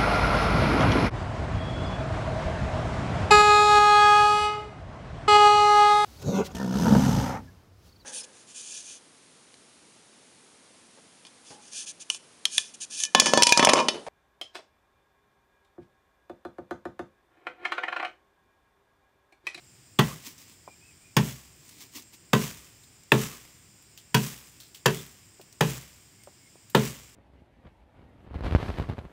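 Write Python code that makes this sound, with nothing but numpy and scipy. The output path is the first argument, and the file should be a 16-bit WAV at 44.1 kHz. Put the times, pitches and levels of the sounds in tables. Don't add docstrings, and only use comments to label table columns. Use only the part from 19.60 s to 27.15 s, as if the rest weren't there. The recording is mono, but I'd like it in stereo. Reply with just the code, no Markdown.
import sys
import numpy as np
from scipy import signal
from scipy.fft import rfft, irfft
from scipy.io import wavfile
from scipy.ndimage import uniform_filter1d

SR = 44100
rng = np.random.default_rng(int(sys.argv[2]) if len(sys.argv) > 2 else 0)


def wrap_up_sound(samples):
    columns = np.atleast_2d(samples).T
    tamed = np.clip(columns, -1, 1)
    steps = np.round(tamed * 32767).astype(np.int16)
    wavfile.write(sys.argv[1], SR, steps)


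N = 332955
TIME = np.arange(N) / SR
AGE = np.arange(SR) / SR
WALL_DELAY = round(.0186 * SR)

# frequency in Hz, left minus right in dB.
TREE_LEAN = [(100, -1.9), (1200, -1), (2400, -3.5), (4400, -3.5), (8000, -13), (11000, 5), (15000, -4)]
# frequency in Hz, left minus right in dB.
AIR_LEAN = [(100, 3.5), (1500, -0.5), (5000, -6), (8000, -13.5), (14000, 4)]


def from_db(db):
    return 10 ** (np.asarray(db) / 20)


def rms_one(x):
    return x / np.sqrt(np.mean(x ** 2) + 1e-20)


def burst_one(x):
    return rms_one(x) * np.sqrt(.03 * SR / x.shape[-1])


def at_hz(points, hz):
    known, values = np.transpose(points)
    return np.interp(np.log(hz + 1e-9), np.log(known), values)


def fade(t60):
    return from_db(-60 * AGE / t60)


def add(out, start_s, sound):
    at = round(start_s * SR)
    out[:, at:at + SR] += sound[..., :N - at]


def band(x, low_hz, high_hz):
    sections = signal.butter(2, [low_hz, min(high_hz, .45 * SR)], "band", fs=SR, output="sos")
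    return signal.sosfilt(sections, x + 1e-18)


def resonate(x, hz, width_hz):
    radius = np.exp(-np.pi * width_hz / SR)
    feedback = [1, -2 * radius * np.cos(2 * np.pi * hz / SR), radius ** 2]
    return signal.lfilter(np.array([1, 0, -1]) * (1 - radius ** 2) / 2, feedback, x + 1e-18)


def spread(mid, side, hz, lean=TREE_LEAN):
    # frequency in Hz, correlation.
    coherence = [(60, .985), (130, .965), (290, .94), (640, .72), (1400, .2), (4000, .05), (15000, 0)]
    alike = at_hz(coherence, hz)
    sides = np.array([[1], [-1]])
    balance = from_db(sides * at_hz(lean, hz) / 2)
    return (np.sqrt(1 + alike) * mid + np.sqrt(1 - alike) * side * sides) * balance


def noise(spectrum, size, grain_db=0, clump_db=0, tilt_db=0, lean=TREE_LEAN):
    hz = np.arange(size // 2 + 1) * SR / size
    clumps = rms_one(uniform_filter1d(rng.standard_normal(size), 130))
    clicks = rng.standard_normal((2, size))
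    clicks *= from_db(grain_db * rng.standard_normal(size) + clump_db * clumps)
    mid, side = rfft(clicks)
    colour = from_db(at_hz(spectrum, hz) + tilt_db * np.log2(np.maximum(hz, 500)))
    return rms_one(irfft(spread(mid, side, hz, lean) * colour, size))


def air():
    # frequency in Hz, relative level in dB.
    spectrum = [(20, -55), (35, -13.5), (110, 1.5), (230, -9), (340, -9), (520, -17.5), (1400, -17.5),
                (2300, -14), (3200, -17), (4200, -21), (5200, -13.5), (6300, -21), (8000, -15.5),
                (9600, -26.5), (15000, -27)]
    return from_db(-56.5) * noise(spectrum, N, lean=AIR_LEAN)


def insects():
    # centre in Hz, resonator width in Hz, level in dB.
    chorus = [(4940, 280, -73), (5100, 600, -70.5), (6980, 25, -72), (7360, 33, -69.5), (7560, 22, -68.5),
              (7800, 30, -75), (7240, 410, -66.5), (8340, 28, -70), (8840, 32, -71.5), (8600, 1000, -72)]
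    out = np.zeros((2, N))
    for hz, width_hz, db in chorus:
        song = resonate(rng.standard_normal((2, N)), hz, width_hz)
        mid, side = resonate(song, hz, width_hz)
        out += from_db(db) * rms_one(spread(mid, side, hz, AIR_LEAN))
    return out


def surroundings(scatter_db=-4, wall_db=-13, dull_hz=4000):
    size = SR // 4
    envelope = fade(.15) * (1 - np.exp(-AGE / .0025))
    scatter = noise([(100, .018), (16000, 0)], size, lean=AIR_LEAN) * envelope[:size]
    echoes = from_db(scatter_db) * rms_one(scatter) / np.sqrt(size)
    echoes[:, WALL_DELAY] += from_db(wall_db)
    response = signal.sosfilt(signal.butter(1, dull_hz, fs=SR, output="sos"), echoes)
    response[:, 0] += 1
    return response


def cut(knock_db, crack_db, bright_db, cut_s, pivot_hz=2000):
    # centre in Hz, width in Hz, relative level in dB.
    resonances = [(398, 180, 2), (507, 20, -13.5), (637.6, 25, 1.5), (690, 25, -3), (883, 56, 1),
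                  (958, 33, -0.5), (1020, 32, 2), (1087, 47, -3.5), (1360, 41, 2), (1527, 34, 9.5),
                  (1670, 42, 1), (1747, 51, -1.5), (1938, 26, -2), (2610, 23, -2), (2640, 160, -3.5),
                  (2880, 190, -6), (3200, 260, -1), (3720, 840, -3), (4672, 67, -2.5), (4550, 140, -16.5),
                  (6480, 880, -17), (9900, 9000, -31), (14500, 920, -24)]
    # lower and upper edge in Hz, relative level in dB.
    crack_bands = [(694, 1386, 0.23), (1426, 2013, -0.5), (2370, 4070, 0), (4400, 49000, -3.5)]
    size = SR // 4
    response = surroundings()
    bite = (AGE / cut_s) ** 2 * np.exp(2 - 2 * AGE / cut_s)
    split = from_db(-21) * fade(.17) * (1 - np.exp(-AGE / cut_s))
    wood = 0
    for hz, width_hz, db in resonances:
        fibres = rng.standard_normal((2, size)) * (bite + split)[:size]
        mid, side = map(rms_one, resonate(fibres, hz, width_hz))
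        wood += from_db(db) * np.sqrt(width_hz) * spread(mid, side, hz)
    heard = signal.fftconvolve(wood, response, axes=-1)[:, :size]
    heard = np.pad(heard, ((0, 0), (0, SR - size)))
    out = from_db(knock_db - 2.5) * burst_one(band(heard, 303, 833))
    for low_hz, high_hz, db in crack_bands:
        octaves = np.log2(np.sqrt(low_hz * high_hz) / pivot_hz)
        out += from_db(crack_db + db + bright_db * octaves) * burst_one(band(heard, low_hz, high_hz))
    return out


def ping(hz, cut_s, t60=.014, top_hz=3830):
    # multiple of the ping frequency, relative level in dB.
    modes = [(1, 1.5), (1.47, 1.5), (1.96, 1)]
    phase = 2 * np.pi * hz * AGE + rng.uniform(0, 1, (2, 1))
    tone = 0
    for multiple, db in modes:
        excitation = 1 / (1 + (multiple * hz / top_hz) ** 10)
        tone += from_db(db) * excitation * np.sin(multiple * phase)
    onset = 1 - np.exp(-(AGE / cut_s) ** 2)
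    return tone * fade(t60) * onset * from_db([[-.7], [.7]])


def trunk(boom_db, thud_db, knock_db, ring, detune=.007, push_s=.006, wall_db=-10):
    # frequency in Hz, relative level in dB, t60 in seconds at ring = 1.
    modes = [(65, -28.5, 0.89), (116, -29, 0.067), (130.8, -0.5, 0.31), (142.7, -3.5, 0.26),
             (159.9, -7, 0.28), (209.8, -0.5, 0.23), (237, -4.5, 0.31), (272, -16, 0.3),
             (306.6, -14.5, 0.21), (385, -9, 0.22), (394, -16, 0.32), (434, -6, 0.21), (523, -18.5, 0.16),
             (577, -26, 0.3)]
    groups_hz = [165, 205, 240, 380]
    out = 0
    for k, (hz, db, t60) in enumerate(modes):
        strength = from_db(db + np.interp(hz, groups_hz, [boom_db, thud_db, thud_db, knock_db]))
        hz *= 1 + detune * rng.standard_normal()
        phase = 2 * np.pi * hz * AGE
        mid, side = np.sin(phase), np.cos(phase) * rng.choice([-1, 1])
        polarity = (-1) ** ((k + 1) // 2)
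        out += polarity * strength * fade(ring * t60) * spread(mid, side, hz)
    out *= 1 - np.exp(-AGE / push_s)
    reflection = np.pad(out, ((0, 0), (WALL_DELAY, 0)))[:, :SR]
    return out + from_db(wall_db) * reflection


def yard_echo():
    # frequency in Hz, relative level in dB.
    spectrum = [(30, -39), (50, -21), (65, -3), (90, -17.5), (130, 8.5), (220, -7), (300, -9), (430, -13.5),
                (700, -17.5), (1100, -22.5), (2000, -20), (4000, -26), (12000, -37.5)]
    return noise(spectrum, SR) * fade(.4) * (1 - np.exp(-AGE / .018))


def crown(tilt_db, climb_s=.086, shoots_db=-17):
    # frequency in Hz, relative level in dB.
    spectrum = [(400, -11.5), (800, -13), (1130, -4), (1350, -8), (2000, -2.5), (3200, -1.5), (4200, -4.5),
                (5500, -1), (7200, -1), (9500, -4), (13000, -3), (15500, -5.5)]
    arrival = from_db(shoots_db) + 1 / (1 + np.exp(-(AGE - climb_s) / .017))
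    settling = fade(.32) + from_db(-21) * fade(1.12)
    shake = arrival * (1 - np.exp(-AGE / .0054)) * settling
    return shake / shake.max() * noise(spectrum, SR, grain_db=5.2, clump_db=1.7, tilt_db=tilt_db)


def chops(ring_uncut=.45, ring_notched=1.22, notch_s=1.1):
    # start in seconds, relative levels of boom, thud, knock and crack in dB,
    # brightness in dB per octave, cutting time in seconds, leaf gain in dB, ping in Hz, its gain in dB.
    blows = [(0.3874, -11.5, -14, -20.5, -18, -1, 0.0046, -39, 3390, 5.5),
             (1.565, -13.5, -17, -23.5, -19.5, 0.7, 0.0037, -38.5, 940, -20),
             (2.7305, -17.5, -17, -19, -19, -0.5, 0.0029, -34, 1480, -12),
             (3.5186, -20, -18.5, -15.5, -19.5, -1, 0.0017, -33, 1790, 3.5),
             (4.543, -17.5, -19.5, -24, -19.5, 1.26, 0.0042, -34, 954, -4),
             (5.257, -20.5, -28, -17.5, -17.5, 0.57, 0.0037, -39, 904, 2),
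             (6.007, -16, -28.5, -20, -21.5, -0.5, 0.0029, -36, 894, -6),
             (7.147, -16.5, -17.5, -15.5, -19.5, -1.4, 0.0033, -34.5, 901, 1)]
    out = np.zeros((2, N))
    for start_s, boom_db, thud_db, knock_db, crack_db, bright_db, cut_s, leaf_db, ping_hz, ping_db in blows:
        ring = ring_notched + (ring_uncut - ring_notched) * np.exp(-start_s / notch_s)
        boom = from_db(-2) * trunk(boom_db, thud_db, knock_db, ring)
        crack = cut(knock_db, crack_db, bright_db, cut_s)
        axe_head = from_db(ping_db) * ping(ping_hz, cut_s)
        echo = from_db((boom_db + knock_db) / 2 - 5) * yard_echo()
        leaves = from_db(leaf_db) * crown(tilt_db=-2.23 + .45 * bright_db)
        add(out, start_s, boom + crack + axe_head + echo + leaves)
    return out


def rattles(spread_s=.019, width_hz=220):
    # loudest moment in seconds, level in dB, pitch in Hz.
    buzzes = [(.51, -42.5, 1090), (1.7, -46, 3330), (3.64, -48, 1240), (3.732, -52.5, 1140),
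              (5.38, -43, 3470)]
    chatter = noise([(100, 0), (16000, 0)], N, grain_db=5.5, clump_db=3)
    out = np.zeros((2, N))
    for peak_s, db, hz in buzzes:
        envelope = np.exp(-((TIME - peak_s) / spread_s) ** 2 / 2)
        ringing = resonate(resonate(chatter, hz, width_hz), hz, 2 * width_hz)
        out += from_db(db) * envelope * rms_one(ringing)
    return out


def snaps():
    # start in seconds, gain in dB, t60 of the tail in seconds, resonance in Hz.
    breaks = [(.666, -38, .04, 5500), (.78, -47, .05, 6000), (2.092, -46, .05, 9000),
              (2.422, -43, 0.064, 5960), (3.235, -52.5, 0.09, 3620), (3.434, -49.5, .04, 7000),
              (4.223, -50.5, 0.06, 12070), (4.376, -43, 0.14, 3250), (5.002, -44, 0.33, 4160),
              (5.146, -40, 0.17, 3160), (5.813, -48, 0.12, 2450), (5.926, -49.5, .07, 6020),
              (6.636, -50.5, .06, 9080), (7.098, -45, 0.11, 12900)]
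    # frequency in Hz, relative level in dB.
    spectrum = [(500, -18), (1800, -8), (3200, 0), (7000, -2), (10000, -6), (15000, -6)]
    out = np.zeros((2, N))
    for start_s, db, t60, hz in breaks:
        crackle = noise(spectrum, SR, grain_db=4, clump_db=2)
        snap = rms_one(.82 * crackle + resonate(crackle, hz, hz / 4))
        envelope = fade(.011) + from_db(-1.5) * fade(t60)
        add(out, start_s, from_db(db) * snap * envelope)
    return out


def scuffs(settle_ratio=1.44):
    # loudest moment in seconds, level in dB, swell time in seconds.
    shifts = [(0.669, -39, 0.025), (0.809, -49, 0.021), (0.901, -52.5, 0.031), (2.095, -52.5, 0.067),
              (2.217, -44, 0.019), (2.367, -38, 0.02), (2.541, -48, 0.011)]
    # frequency in Hz, relative level in dB.
    spectrum = [(88, -42), (150, -31), (244, 4.5), (649, -19.5), (1020, -6.5), (1560, -17), (1940, -5),
                (5910, -5), (10000, -11.5), (14800, -11.5), (16000, -10.5)]
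    rubbing = 0
    for peak_s, db, swell_s in shifts:
        width_s = np.where(TIME < peak_s, swell_s, settle_ratio * swell_s)
        rubbing += from_db(db) / (1 + ((TIME - peak_s) / width_s) ** 2 / 2) ** 2
    return rubbing * noise(spectrum, N, grain_db=4, clump_db=1.9)


def bird(waver_hz=30, arch_hz=271, long_note_s=.15):
    # start and length in seconds, pitch at the ends in Hz, gain in dB.
    notes = [(1.07, 0.078, 2370, -55.5), (1.19, .15, 2330, -58), (1.41, 0.12, 2340, -60),
             (6.585, 0.062, 2150, -63.5), (6.785, 0.074, 2190, -64), (6.845, 0.044, 2140, -61.5)]
    out = np.zeros((2, N))
    for start_s, length_s, hz, db in notes:
        arch = np.sin(np.pi * np.minimum(AGE / length_s, 1)).clip(0)
        waver = waver_hz * rms_one(band(rng.standard_normal(SR), 20, 120))
        pitch_hz = hz + waver + arch_hz * (length_s / long_note_s) ** 4 * arch
        whistle = np.sin(2 * np.pi * np.cumsum(pitch_hz) / SR)
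        add(out, start_s, from_db(db) * np.sqrt(arch) * whistle)
    blur = .8 + .6 * rms_one(band(rng.standard_normal((2, N)), 12, 90))
    return out * blur


def handle_knocks():
    # start in seconds, gain in dB, pitch in Hz.
    knocks = [(1.077, -37, 1020), (5.796, -42.5, 390), (6.673, -40, 584), (6.955, -49.5, 387)]
    out = np.zeros((2, N))
    for start_s, db, hz in knocks:
        tone = np.sin(2 * np.pi * hz * AGE) * fade(.036)
        hollow = rms_one(band(rng.standard_normal(SR), 310, 850)) * fade(.07)
        add(out, start_s, from_db(db) * (tone + from_db(-4.5) * hollow))
    return out


def scene():
    return chops() + rattles() + handle_knocks() + snaps() + scuffs() + air() + insects() + bird()


def record(dry, port_hz=15100, cutoff_hz=15650):
    thinned = signal.sosfilt(signal.butter(1, 35, "high", fs=SR, output="sos"), dry)
    coloured = thinned + resonate(thinned, port_hz, width_hz=1300)
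    rounded = 1.29 * np.tanh(coloured / 1.272)
    return signal.sosfilt(signal.ellip(10, .2, 80, cutoff_hz, fs=SR, output="sos"), rounded)


dry = scene()
out = record(dry)
wrap_up_sound(out)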